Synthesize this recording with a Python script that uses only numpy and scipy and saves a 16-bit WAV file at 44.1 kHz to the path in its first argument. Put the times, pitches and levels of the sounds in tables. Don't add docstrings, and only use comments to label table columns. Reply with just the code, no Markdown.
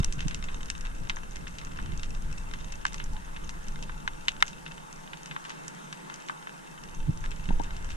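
import sys
import numpy as np
from scipy import signal
from scipy.fft import rfft, irfft, next_fast_len
from scipy.io import wavfile
from scipy.ndimage import uniform_filter1d

SR = 44100
rng = np.random.default_rng(int(sys.argv[2]) if len(sys.argv) > 2 else 0)


def store_wav(level_fs):
    pcm = np.round(np.clip(np.atleast_2d(level_fs), -1, 1) * 32767)
    wavfile.write(sys.argv[1], SR, pcm.T.astype(np.int16))


N = 351014
SIZE = 8192
LONG = next_fast_len(N, real=True)
BINS = np.fft.rfftfreq(LONG, 1 / SR)

# [t/s, level/dB, body level near 1 kHz/dB, treble level near 6 kHz/dB]
SNAPS = [(0.0452, -18, -3, 12), (0.1246, -27, -11, 8), (0.2055, -24, -7, -4), (0.282, -25, -5, 7),
         (0.3098, -27.5, -5, -6), (0.3456, -24, -13, 2.5), (0.4857, -29, -7, -20), (0.701, -19, -5, 6.5),
         (0.8514, -29, -3, -8), (1.0966, -17, -8, -7), (1.1016, -20, 2.5, -8), (1.1683, -25.5, 7, -22),
         (1.3582, -30, -1, 5.5), (1.4696, -29, -4, -14), (1.5845, -28.5, -13, -1.5), (1.7875, -25, 8, -14),
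         (2.0324, -26.5, -9, -1), (2.5368, -26, -1.5, -4), (2.7218, -30, -4, 6), (2.852, -11.5, 11.5, -1),
         (2.8655, -24.5, -8, -0.5), (2.9431, -26.5, -2, 4.5), (2.9998, -24.5, -2, -15),
         (3.0412, -34.5, -2, 33), (3.3633, -29, -4, -13), (3.493, -27.5, -5, 4.5), (3.8259, -29, -15, 1),
         (3.895, -27, 9, -16), (4.0769, -15, 5, -10.5), (4.283, -9.5, -9, -10.5), (4.2895, -20.5, -12, -7),
         (4.425, -3.5, 2.5, -7.5), (4.4803, -29, -13, 4.5), (4.6628, -27.5, -6, -19),
         (5.1328, -26.5, -3, -15), (5.2592, -30.5, -1, 7.5), (5.311, -25, -2.5, -19),
         (5.3632, -19.5, 11.5, -16), (5.451, -28.5, -0.5, -6), (5.4949, -30, -4, 2.5),
         (5.503, -26.5, 2, -11), (5.6807, -27, 6, 15.5), (5.9269, -26, -2, -1.5), (6.0987, -27.5, 3, -6),
         (6.1408, -30.5, -2, 8), (6.2856, -27.5, -3, -4), (6.296, -18, 17, -28), (6.4707, -24.5, 8, -26),
         (7.2399, -26, 7, -20), (7.2517, -32, 2, -16), (7.3156, -30, -6, -7), (7.4889, -27.5, -1, -12),
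         (7.905, -30.5, -4, 0)]


def near_shrimp(hz, case, rise_s=0.00016):
    out = np.zeros((2, N))
    for s, db, body_db, treble_db in SNAPS:
        frame_start = s + rise_s - SIZE / 2 / SR
        add(out, frame_start, shrimp(hz, case, db, body_db, treble_db))
    no_bass = signal.butter(4, 620, "highpass", fs=SR, output="sos")
    return signal.sosfilt(no_bass, out)


# [echo level at a 0 dB snap/dB, slope/dB per dB]
SNAP_ECHO = (-30.5, -0.91)
# [direct level at a 0 dB snap/dB, slope/dB per dB]
SNAP_DIRECT = (0, 0.34)


def shrimp(hz, case, db, body_db, treble_db, gain_db=-23.5, scatter_t60=0.0096, smear=0.16):
    echo_db = SNAP_ECHO[0] + SNAP_ECHO[1] * (db + .5 * max(treble_db, 0))
    direct_db = SNAP_DIRECT[0] + SNAP_DIRECT[1] * db
    smeared_t60 = scatter_t60 * amp(-smear * (db + treble_db))
    arrivals = snap(hz, body_db, treble_db, echo_db, smeared_t60, direct_db)
    return amp(db + gain_db) * struck(case * arrivals)


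def snap(hz, low_db, bright_db, echo_db, scatter_t60, direct_db, echo_t60=0.096, size=130):
    t = np.arange(SIZE) / SR
    near, far = rng.standard_normal((2, 2, SIZE))
    facets = far ** 5
    scatter = unit(near * amp(-60 * t / scatter_t60))
    echoes = unit(facets * amp(-60 * t / echo_t60) * (t > .004))
    path = scatter + amp(echo_db) * echoes
    arrivals = amp(direct_db) + pair(rfft(path) / np.sqrt(SIZE), hz)
    arrivals /= np.sqrt(uniform_filter1d((abs(arrivals) ** 2).mean(0), size))
    top_db = bright_db - 6.5 + .5 * max(bright_db, 0)
    colour = [(250, low_db - 32), (640, low_db - 18), (860, low_db - 0.5), (1500, low_db + 3.5),
              (2700, -0.12), (3700, -0.5), (5500, bright_db), (14000, top_db)]
    return arrivals * causal(read(colour, hz))


def struck(response):
    t = (np.arange(SIZE) - SIZE // 2) / SR
    front = np.clip(1 + t / .0004, 0, 1)
    return unit(np.fft.fftshift(irfft(response), axes=1) * front)


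# [f/Hz, level/dB]
SHELL = [(730, -0.5), (1000, 1), (2000, 0), (3800, -7.5), (4400, -7), (8000, -10), (10000, -22.5),
         (15000, -44)]
# [f/Hz, width/Hz, left level/dB, right level/dB]
WALLS = [(710, 660, 2.5, 3), (1020, 480, 2.5, 1.5), (1412, 160, 6, 0.5), (2095, 88, 8.5, 9.5),
         (2678, 264, 12, 2), (2890, 31, -27, -37), (3034, 340, 6.5, 9), (3710, 340, 11, 7.5),
         (5360, 370, 8.5, -7), (6270, 940, 7.5, 9.5), (7800, 370, -12, 10)]
# [f/Hz, lead of the left one/rad]
ROCKING = [(150, -3.5), (280, -2.5), (760, -3.5), (1330, -3), (1620, -1.71), (2150, -3), (2750, -1),
           (3600, -1), (4400, -1.74)]


def case_response(hz, depth=1):
    walls = []
    for f, width, left, right in WALLS:
        peak = 1 / (1 + (2 * (hz - f) / width) ** 2)
        walls.append(np.outer([left, right], peak))
    db = read(SHELL, hz) + (np.reshape(depth, (-1, 1, 1)) * walls).sum(0)
    common = db.mean(0)
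    rocking = np.exp(1j * np.outer([1, 0], read(ROCKING, hz)))
    return causal(common) * amp(db - common) * rocking


# [f/Hz, coherence from 0 to 1]
ALIKE = [(300, 0.92), (1100, 0.79), (3700, 0.81), (4500, 0.049)]


def pair(spectra, hz, share=1):
    alike = np.clip(share * read(ALIKE, hz), 0, 1)
    shared = np.sqrt((1 + alike) / 2) * spectra[0]
    apart = np.sqrt((1 - alike) / 2) * spectra[1]
    return np.array([shared + apart, shared - apart])


# [t/s, murmur level/dB, crackle level/dB]
REEF = [(0, -50.5, -47.5), (1, -52, -54), (4.8, -52, -54), (5.8, -49, -62.5), (7.1, -53, -52),
        (7.96, -49.5, -54.5)]


def crackle(hz, per_s=110, spread_db=6.2, gain_db=1.0, low_db=-1, bright_db=0.5, depth=0.91,
            depth_spread=0.61, count=24):
    out = np.zeros((2, N))
    for bright in np.linspace(-1, 1, count):
        when, size = rng.random((2, 400))
        heard = np.arange(len(when)) < per_s * N / SR / count
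        loudness = amp(spread_db * np.minimum(-np.log(size), 3))
        train = np.bincount((when * N).astype(int), heard * loudness, N)
        case = case_response(hz, depth + depth_spread * rng.standard_normal(len(WALLS)))
        arrivals = snap(hz, low_db - 5 * bright, bright_db + 11 * bright,
                        echo_db=-10, scatter_t60=.011, direct_db=-4)
        response = case * arrivals
        out += through(train, response / np.linalg.norm(response))
    return amp(gain_db) * unit(out) * level(REEF, order=2)


# [f/Hz, level/dB]
RUMBLE = [(5, -12), (18, 2.5), (50, -13.5), (100, -23), (200, -35), (3000, -94)]
SWIRL = [(15, 7), (95, -8), (1500, -62)]
CHURN = [(40, 12), (150, 4), (330, -5.5), (480, -22), (3000, -60)]
BOOM_SHAPE = [(30, -14), (105, -40), (138, -2), (162, 0.5), (190, -5.5), (300, -17.5), (500, -20.5),
              (1500, -58.5)]
# [t/s, length/s, rumble level/dB, churning level/dB]
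SURGES = [(0.13, 1, -31.5, -58), (1.043, 0.084, -33, -62), (1.878, 0.2, -49, -37),
          (2.276, 0.74, -34.5, -58), (3.09, 0.22, -33.5, -71), (3.877, 0.32, -42.5, -60),
          (7.537, 0.076, -25.5, -61)]


def flow(swirl_db=-18, boom_db=-53.0, stir_db=-18):
    rumble, churn = water(RUMBLE, apart=0.21), water(CHURN, apart=0.59)
    surge_power = sum((amp(db) * swell(s, length)) ** 2 for s, length, db, _ in SURGES)
    strength = np.sqrt(motion() ** 2 + surge_power)
    churning = sum(amp(db) * swell(s, length) for s, length, _, db in SURGES)
    eddies = (rumble + amp(swirl_db) * noise(SWIRL, count=2)) * strength
    stirred = np.hypot(amp(boom_db), amp(stir_db) * strength)
    boom = water(BOOM_SHAPE, apart=0.72) * stirred * waver(rate_hz=10.4, depth_db=2.0)
    return eddies + churn * churning + boom * amp([[-1], [1]])


GLIDE_DB, DRAG_DB_PER_S = -36.5, 0.5
BRAKE_S, BRAKE_DB_PER_S, REST_DB = 3.74, 12, -64
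PUSH_S, PUSH_DB_PER_S, PUSHED_DB = 7.037, 79, -33


def motion():
    t = np.arange(N) / SR
    braking_db = BRAKE_DB_PER_S * np.maximum(t - BRAKE_S, 0)
    glide_db = GLIDE_DB - DRAG_DB_PER_S * t - braking_db
    push_db = PUSHED_DB - PUSH_DB_PER_S * np.maximum(PUSH_S - t, 0)
    return amp(np.maximum(np.maximum(glide_db, push_db), REST_DB))


def water(spectrum, apart):
    shared, side = noise(spectrum, count=2)
    return shared + apart * np.outer([1, -1], side)


# [t/s, level/dB, length/s]
BUMPS = [(.004, -20.5, 0.018), (.179, -32.5, 0.022), (0.262, -23.5, 0.015), (1.935, -33.5, 0.026),
         (7.095, -20.5, 0.026), (7.494, -24, 0.014), (7.51, -24, 0.0058)]
BUMP_HZ = 154.4
# [t/s, level/dB]
KNOCKS = [(7.5054, -25.5), (7.598, -23), (7.6077, -31)]
# [f/Hz, level/dB, time to fade by 60 dB/s]
KNOCK_MODES = [(268, 2, 0.037), (506, -11.5, 0.017), (804, 4.5, 0.016), (924, -1, 0.048),
               (1550, -14, 0.027)]


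def handling(knock_db=3, contact_s=0.0017, churn_db=-6.0, churn_spread=1.24, left_db=-3, right_db=2.0):
    out, t = np.zeros((2, N)), np.arange(N) / SR
    churn = amp(churn_db) * water(CHURN, apart=1.0)
    for s, db, length in BUMPS:
        push = swell(s, length) * np.sin(2 * np.pi * BUMP_HZ * (t - s))
        splash = churn * swell(s, churn_spread * length)
        out += amp(db) * (amp([[left_db], [right_db]]) * push + splash)
    short_t = t[:SIZE]
    ring = np.zeros(SIZE)
    for k, (hz, db, t60) in enumerate(KNOCK_MODES):
        fade = amp(db - 60 * short_t / t60)
        ring += (-1) ** k * fade * np.sin(2 * np.pi * hz * short_t)
    ring *= np.sin(np.pi / 2 * np.minimum(short_t / contact_s, 1)) ** 2
    for s, db in KNOCKS:
        add(out, s, amp(db + knock_db) * np.outer([1, -.2], ring))
    return out


# [t/s, length/s, level/dB]
RUBS = [(3.16, 0.046, -50.5), (5.5, 9.1, -59.5)]


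def rub(hz=885, width_hz=125):
    band = 1 / (1 + (2 * (BINS - hz) / width_hz) ** 2)
    rubbing = irfft(rfft(rng.standard_normal(LONG)) * band, LONG)[:N]
    return unit(rubbing) * sum(amp(db) * swell(s, length) for s, length, db in RUBS)


# [f/Hz, level/dB]
MURMUR = [(90, -58), (200, -2.5), (300, 3), (750, -2.5), (1200, -0.5), (2500, -9.5), (5000, -11.5),
          (9000, -6.5), (15000, -16)]


def murmur(hz, gain_db=4.0, depth=0.59):
    spectra = pair(rfft(rng.standard_normal((2, LONG))), BINS, share=0.92)
    wash = irfft(spectra * amp(read(MURMUR, BINS)), LONG)
    heard = patchy(through(wash, case_response(hz, depth)), depth_db=1.5)
    return amp(gain_db) * unit(heard) * level(REEF) * waver(rate_hz=48, depth_db=0.43)


def patchy(x, depth_db, size=512):
    z = signal.stft(x, nperseg=size)[2]
    field = rng.standard_normal(z.shape[1:])
    field = uniform_filter1d(field, size=14, axis=1)
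    field = uniform_filter1d(field, size=6, axis=0)
    return signal.istft(z * amp(depth_db * unit(field)), nperseg=size)[1][:, :N]


# [f/Hz, level/dB]
HISS = [(4000, -11.5), (9800, -1.5), (15000, -18.5)]


def electronics(hiss_db=-62, whine_db=-76):
    whines = []
    for hz in (8565, 8655):
        pitch_hz = hz * waver(rate_hz=20, depth_db=.02)
        whines.append(np.sin(2 * np.pi * np.cumsum(pitch_hz) / SR))
    sides = np.array([whines[0], whines[1] - .5 * whines[0]])
    return amp(hiss_db) * noise(HISS, count=2) + amp(whine_db) * sides


def amp(db):
    return 10 ** (np.asarray(db) / 20)


def unit(x):
    return x / np.sqrt(np.mean(x ** 2) + 1e-20)


def read(points, hz):
    f, value = np.transpose(points)
    return np.interp(np.log(hz + 1), np.log(f + 1), value)


def level(rows, order=1):
    rows = np.array(rows)
    return amp(np.interp(np.arange(N) / SR, rows[:, 0], rows[:, order]))


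def add(mix, s, sound):
    start = round(s * SR)
    sound = sound[..., max(-start, 0):]
    part = mix[:, max(start, 0):][:, :sound.shape[-1]]
    part += sound[..., :part.shape[1]]


def noise(spectrum, count=1):
    shaped = rfft(rng.standard_normal((count, LONG))) * amp(read(spectrum, BINS))
    return unit(irfft(shaped, LONG)[:, :N])


def waver(rate_hz, depth_db, size=4096):
    hz = np.fft.rfftfreq(size, N / SR / size)
    slow = (hz > 0) / (1 + (hz / rate_hz) ** 4)
    drift = unit(irfft(rfft(rng.standard_normal(size)) * slow))
    return np.interp(np.arange(N) * size / N, np.arange(size), amp(depth_db * drift))


def swell(s, length):
    return np.exp(-np.minimum((2 * (np.arange(N) / SR - s) / length) ** 2, 20))


def causal(db):
    log_gain = np.log(amp(np.r_[db, db[-2:0:-1]]))
    return np.exp(np.conj(signal.hilbert(log_gain)))[:len(db)]


def through(x, response):
    taps = np.fft.fftshift(irfft(response), axes=1)
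    return signal.oaconvolve(np.atleast_2d(x), taps, axes=1)[:, SIZE // 2:][:, :N]


def scene():
    hz = np.fft.rfftfreq(SIZE, 1 / SR)
    shrimps = near_shrimp(hz, case_response(hz, depth=0.67)) + crackle(hz)
    return shrimps + flow() + handling() + rub() + murmur(hz) + electronics()


def record(dry, edge_hz=15300):
    held = np.clip(dry, -.88, .88)
    taps = signal.firwin(511, edge_hz, window=("kaiser", 9), fs=SR)
    return signal.oaconvolve(held, taps[None], "same", axes=1)


dry = scene()
out = record(dry)
store_wav(out)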